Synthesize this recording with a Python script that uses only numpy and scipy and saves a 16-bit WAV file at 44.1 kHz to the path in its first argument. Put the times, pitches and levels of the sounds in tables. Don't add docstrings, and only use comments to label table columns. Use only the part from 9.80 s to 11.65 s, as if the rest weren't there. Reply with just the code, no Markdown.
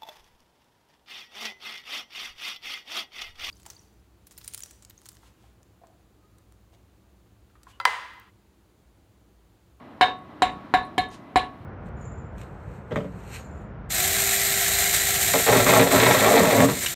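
import sys
import numpy as np
from scipy import signal
from scipy.fft import rfft, irfft, next_fast_len
from scipy.io import wavfile
from scipy.ndimage import uniform_filter1d

SR = 44100
rng = np.random.default_rng(int(sys.argv[2]) if len(sys.argv) > 2 else 0)


def convert_level_to_amplitude(level_db):
    exponent = np.asarray(level_db, float) / 20
    return 10 ** exponent


def materialize(psi):
    bounded = np.clip(np.atleast_2d(psi).T, -1, 1)
    quanta = np.round(bounded * 32767).astype(np.int16)
    wavfile.write(sys.argv[1], SR, quanta)


N = 81585

# start in seconds, clack level in dB, low tone level in dB, rim level in dB,
# time in seconds until the hand grips.
KNOCKS = [
    (0.2106, -0.5, -11, -20, 0.038),
    (0.6208, -5.5, -11.5, -25.5, 0.011),
    (0.9391, -4.5, -9.5, -27.5, 0.0068),
    (1.1798, -14.5, -17, -32, 0.018),
    (1.5583, -6, -11, -27.5, 0.0098),
]
# gain in dB at 1.6 kHz, at 2 kHz, at 3 kHz,
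# above 5 kHz, and of the wash.
TILTS = [(4.5, -4, 5, 4.5, 9), (-2, -4, 2.5, 3, 1.5), (6, 5, -2.5, -1, -1), (-19, 2, 2.5, 0.7, -4),
         (-11, 3.5, -1.5, 0, 3.5)]
THUMP_DB = [-6, -0.5, -0.8, 8, 0.9]
# pitch in Hz, level
# in dB, t60 in seconds, sign.
TONE = [(736, 0.1, .4, 1), (743, -6, .25, 1), (712, -15, .26, -1), (1109, -17, .45, 1), (1097, -28, .3, -1)]
THUMP_BELOW_HZ, CONTACT_S = 500, 0.00028
LONGER_PER_FREE_S = 12
SCATTER_DB = 2.5


def at_hz(points, hz):
    table_hz, values = np.array(points).T
    return np.interp(np.log(hz), np.log(table_hz), values)


def add(out, s, sound):
    i = int(s * SR)
    out[i:i + len(sound)] += sound[:N - i]


def fade(t, t60):
    return convert_level_to_amplitude(-60 * t / max(t60, 0.003))


def drift(rate):
    knots = rng.standard_normal(200)
    return np.interp(np.arange(N) / SR * rate, np.arange(200), knots)


def bandpass(x, low, high):
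    return signal.sosfilt(signal.butter(2, [low, high], "band", fs=SR, output="sos"), x)


def ring(db, hz, t60, rise=0.0001):
    t = np.arange(int(1.2 * t60 * SR) + 9) / SR
    onset = 1 - np.exp(-t / rise)
    return convert_level_to_amplitude(db) * onset * fade(t, t60) * np.sin(2 * np.pi * hz * t)


def narrow(hz, width_hz, size):
    settle = 2000
    x = bandpass(rng.standard_normal(size + settle), hz - width_hz / 2, hz + width_hz / 2)[settle:]
    return x / x.std()


def burst(db, hz, t60, share, rise=0.00076):
    t = np.arange(SR // 5) / SR
    return convert_level_to_amplitude(db) * np.minimum(t / rise, 1) * fade(t, t60) * narrow(hz, share * hz, size=len(t))


def bands(spectrum, shape):
    white = rng.standard_normal((2, N))
    edges = 28 * 2 ** np.arange(0, 9.4, 0.4)
    out, power = 0, 0
    for k, (low, high) in enumerate(zip(edges, edges[1:])):
        hz = np.sqrt(low * high)
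        band = convert_level_to_amplitude(at_hz(spectrum, hz)) * bandpass(white[k % 2], low, high)
        out = out + band * shape(hz)
        power = power + np.mean(band ** 2)
    return out / np.sqrt(power)


def bowl_modes():
    # pitch in Hz, level in dB, t60 in seconds.
    rim = [(1452, -5, 0.055), (1617.6, -2, 0.15), (1720, 3.5, .1), (1738, -2.5, 0.077), (1856, -7, 0.12),
           (2072, -0.5, 0.08), (2195, 5, 0.055), (3696, -2.5, 0.13), (3870, -4.5, 0.16), (3944, 5, 0.066),
           (4060, -2.5, 0.11), (4377, -4.5, 0.053), (2740, -6.5, 0.077), (5040, -11, 0.048)]
    # pitch in Hz, level in dB, t60 in seconds.
    bottom = [(281, -9, 0.034), (389, -14, 0.03), (1037, 2, 0.014), (977, -18.5, 0.043), (1363, -2, 0.0064),
              (2408, -29, 0.08), (2430, -29, 0.051), (2979, -27, .11), (3164, -23.5, 0.051),
              (3540, -34, 0.13)]
    tilt_hz = [1200, 1640, 1710, 2200, 2800, 3350, 3600, 4500, 5000]
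    rim_swell_s = 0.00067
    out = np.zeros(N)
    for (s, clack_db, _, rim_db, free), tilt, thump_db in zip(KNOCKS, TILTS, THUMP_DB):
        gains = [0, tilt[0], tilt[1], tilt[1], tilt[2], tilt[2], 0, 0, tilt[3]]
        colour = list(zip(tilt_hz, gains))
        longer = 1 + LONGER_PER_FREE_S * free
        for modes, level_db, stretch in ((rim, rim_db, longer), (bottom, clack_db, 1)):
            for hz, db, t60 in modes:
                deep = hz < THUMP_BELOW_HZ
                luck_db = SCATTER_DB * rng.standard_normal() * (hz > tilt_hz[0])
                db = db + level_db + at_hz(colour, hz) + luck_db + thump_db * deep
                swell = rim_swell_s if hz > tilt_hz[1] else CONTACT_S
                sign = 1 if deep else -1
                add(out, s, sign * ring(db, hz, t60 * stretch, swell))
    return out


def low_tones():
    swell_s, grip_t60_s = 0.0049, 0.1
    out = np.zeros(N)
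    for s, clack_db, tone_db, rim_db, free in KNOCKS:
        longer = 1 + LONGER_PER_FREE_S * free
        for k, (hz, db, t60, sign) in enumerate(TONE):
            sound = sign * ring(db + tone_db, hz, t60 * longer, swell_s)
            if k == 0:
                t = np.arange(len(sound)) / SR
                sound = sound * fade(np.maximum(t - free, 0), grip_t60_s)
            add(out, s, sound)
    return out


def shimmer_and_crack():
    # pitch in Hz, level in dB, t60 in seconds.
    shimmer = [(5020, -54.5, 0.042), (5710, -70, 0.043), (7300, -42.5, 0.078), (8490, -48.5, 0.082),
               (9570, -48.5, 0.064), (10940, -47.5, 0.095), (12400, -53, 0.037)]
    crack_db, crack_s = -31, 0.0059
    out = np.zeros(N)
    t = np.arange(SR // 2) / SR
    for knock, tilt in zip(KNOCKS, TILTS):
        for hz, db, t60 in shimmer:
            db = db + tilt[3] + SCATTER_DB * rng.standard_normal()
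            add(out, knock[0], burst(db, hz, t60, share=0.071, rise=CONTACT_S))
        grit = bandpass(rng.standard_normal(len(t)), 3000, 9000)
        add(out, knock[0], convert_level_to_amplitude(tilt[3] + crack_db) * np.exp(-t / crack_s) * grit)
    return out


def wash():
    # frequency in Hz, level in dB per Hz.
    spectrum = [(60, 8), (250, -6), (560, -3), (1000, -7.5), (2500, -4), (4300, -15.5), (5500, -38),
                (15000, -42)]
    # frequency in Hz, t60 in seconds.
    decay = [(100, 0.37), (700, 0.23), (2000, 0.23), (5000, 0.17), (13000, 0.1)]
    wash_db = -26.5
    t = np.arange(SR // 2) / SR

    def dying(hz):
        shape = np.zeros(N)
        tail = fade(t, at_hz(decay, hz)) * (1 - np.exp(-t / CONTACT_S))
        for knock, tilt, thump_db in zip(KNOCKS, TILTS, THUMP_DB):
            gain_db = min(thump_db, 0) if hz < THUMP_BELOW_HZ else tilt[4]
            add(shape, knock[0], convert_level_to_amplitude(wash_db + gain_db) * tail)
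        return shape * convert_level_to_amplitude(3.2 * drift(80))

    return bands(spectrum, dying)


def earlier_ring():
    out = np.zeros(N)
    hz, _, t60, _ = TONE[3]
    add(out, 0, ring(-49.5, hz, t60))
    return out


def touches_and_ticks():
    # start in seconds, level in dB, pitch in Hz, t60 in seconds.
    touches = [
        (1.032, -43, 4060, .06),
        (1.193, -25.5, 4090, .06),
        (1.572, -29.5, 4014, 0.14),
        (1.652, -56, 4140, 0.037),
        (1.181, -22, 3176, 0.033),
        (1.181, -24.5, 2164, 0.035),
        (1.59, -34, 3940, 0.053),
    ]
    # start in seconds, level in dB, pitch in Hz, t60 in seconds.
    ticks = [
        (.387, -64, 9400, 0.018),
        (.437, -64, 10100, 0.0092),
        (.715, -67, 9000, 0.14),
        (1.05, -59, 9400, 0.036),
        (1.064, -64, 9450, 0.045),
        (1.03, -65, 9600, 0.045),
        (1.287, -56, 9360, 0.034),
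        (1.303, -54, 6050, 0.013),
        (1.571, -34.5, 9100, 0.038),
        (1.64, -66, 9000, 0.11),
    ]
    out = np.zeros(N)
    for table, share in ((ticks, 0.27), (touches, 0.039)):
        for s, db, hz, t60 in table:
            add(out, s, burst(db, hz, t60, share))
    return out


def sleeve():
    # frequency in Hz, level in dB per Hz.
    spectrum = [(1500, -9), (3000, 2), (6000, -2.5), (10000, -10.5), (13000, -26)]
    start_s, rise_s, hold_s, t60_s, level_db = 1.309, 0.0042, 0.035, 0.15, -53.5
    t = np.maximum(np.arange(N) / SR - start_s, 0)
    stroke = np.minimum(t / rise_s, 1) * fade(np.maximum(t - hold_s, 0), t60_s)
    stroke = stroke * convert_level_to_amplitude(level_db + 2.1 * drift(90))
    return bands(spectrum, lambda hz: stroke * (hz > 1200))


def cot():
    # start in seconds, level in dB, pitch in Hz, t60 in seconds.
    thuds = [
        (1.742, -38, 65, .1),
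        (1.803, -28, 97, .08),
        (1.828, -38, 85, .04),
    ]
    out = np.zeros(N)
    for s, db, hz, t60 in thuds:
        add(out, s, -ring(db, hz, t60, rise=0.004))
    return out


def room(x):
    # frequency in Hz, t60 in seconds.
    decay = [(100, 0.52), (700, 0.33), (2000, 0.23), (5000, 0.22), (13000, 0.15)]
    size = next_fast_len(N + SR)
    hz = np.maximum(np.fft.rfftfreq(size, 1 / SR), 1)
    turn, wet = -2j * np.pi * hz, 0
    for k, lag in enumerate(rng.uniform(0.004, 0.027, 12)):
        loop = convert_level_to_amplitude(-60 * lag / at_hz(decay, hz)) * np.exp(turn * lag)
        wet = wet + (-1) ** k * loop / (1 - loop)
    for lag in (0.0011, 0.0029, 0.0047):
        delay = np.exp(turn * lag)
        wet = wet * (delay - 0.6) / (1 - 0.61 * delay)
    return irfft(rfft(x, size) * wet, size)[:N] / np.sqrt(12)


def distant_hum():
    # frequency in Hz, level in dB per Hz.
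    spectrum = [(30, -26), (65, -8.5), (280, -3), (520, -18.5), (1050, -14), (2000, -25.5), (4000, -35),
                (6000, -61.5)]
    # pitch in Hz, width in Hz, level in dB.
    drones = [(663.4, 210, -54.5), (1010, 100, -63.5), (2000, 66, -68)]
    together = drift(2.82)
    hum = convert_level_to_amplitude(-46.5) * bands(spectrum, lambda hz: convert_level_to_amplitude(1.93 * together + 0.63 * drift(19)))
    for hz, width_hz, db in drones:
        hum = hum + convert_level_to_amplitude(db + 2.8 * drift(6.13)) * narrow(hz, width_hz, size=N)
    return hum


def scene():
    room_db, tone_room_db = -11.5, -27
    tone = low_tones()
    near = bowl_modes() + shimmer_and_crack() + wash() + earlier_ring()
    near = near + touches_and_ticks() + sleeve() + cot()
    reverb = convert_level_to_amplitude(room_db) * room(near + convert_level_to_amplitude(tone_room_db) * tone)
    return (near + tone + reverb + distant_hum())[None]


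def roll_off(x):
    return signal.sosfilt(signal.butter(12, 16500, fs=SR, output="sos"), x)


def record(dry):
    ceiling_db, release_db_per_s, hiss_db = -4, 305, -76
    ahead = 20
    ramp = release_db_per_s * np.arange(N) / SR
    over = np.maximum(20 * np.log10(np.abs(dry[0]) + 1e-9) - ceiling_db, 0)
    early = np.append(over[ahead:], np.zeros(ahead))
    held = np.maximum.accumulate(early + ramp) - ramp
    x = dry + convert_level_to_amplitude(hiss_db) * rng.standard_normal(N)
    x = x * convert_level_to_amplitude(-uniform_filter1d(held, size=21))
    x = signal.sosfilt(signal.cheby2(12, 60, 16400, fs=SR, output="sos"), x)
    x = signal.sosfilt(signal.butter(2, 63, "high", fs=SR, output="sos"), x)
    return roll_off(x)


dry = scene()
out = record(dry)
materialize(out)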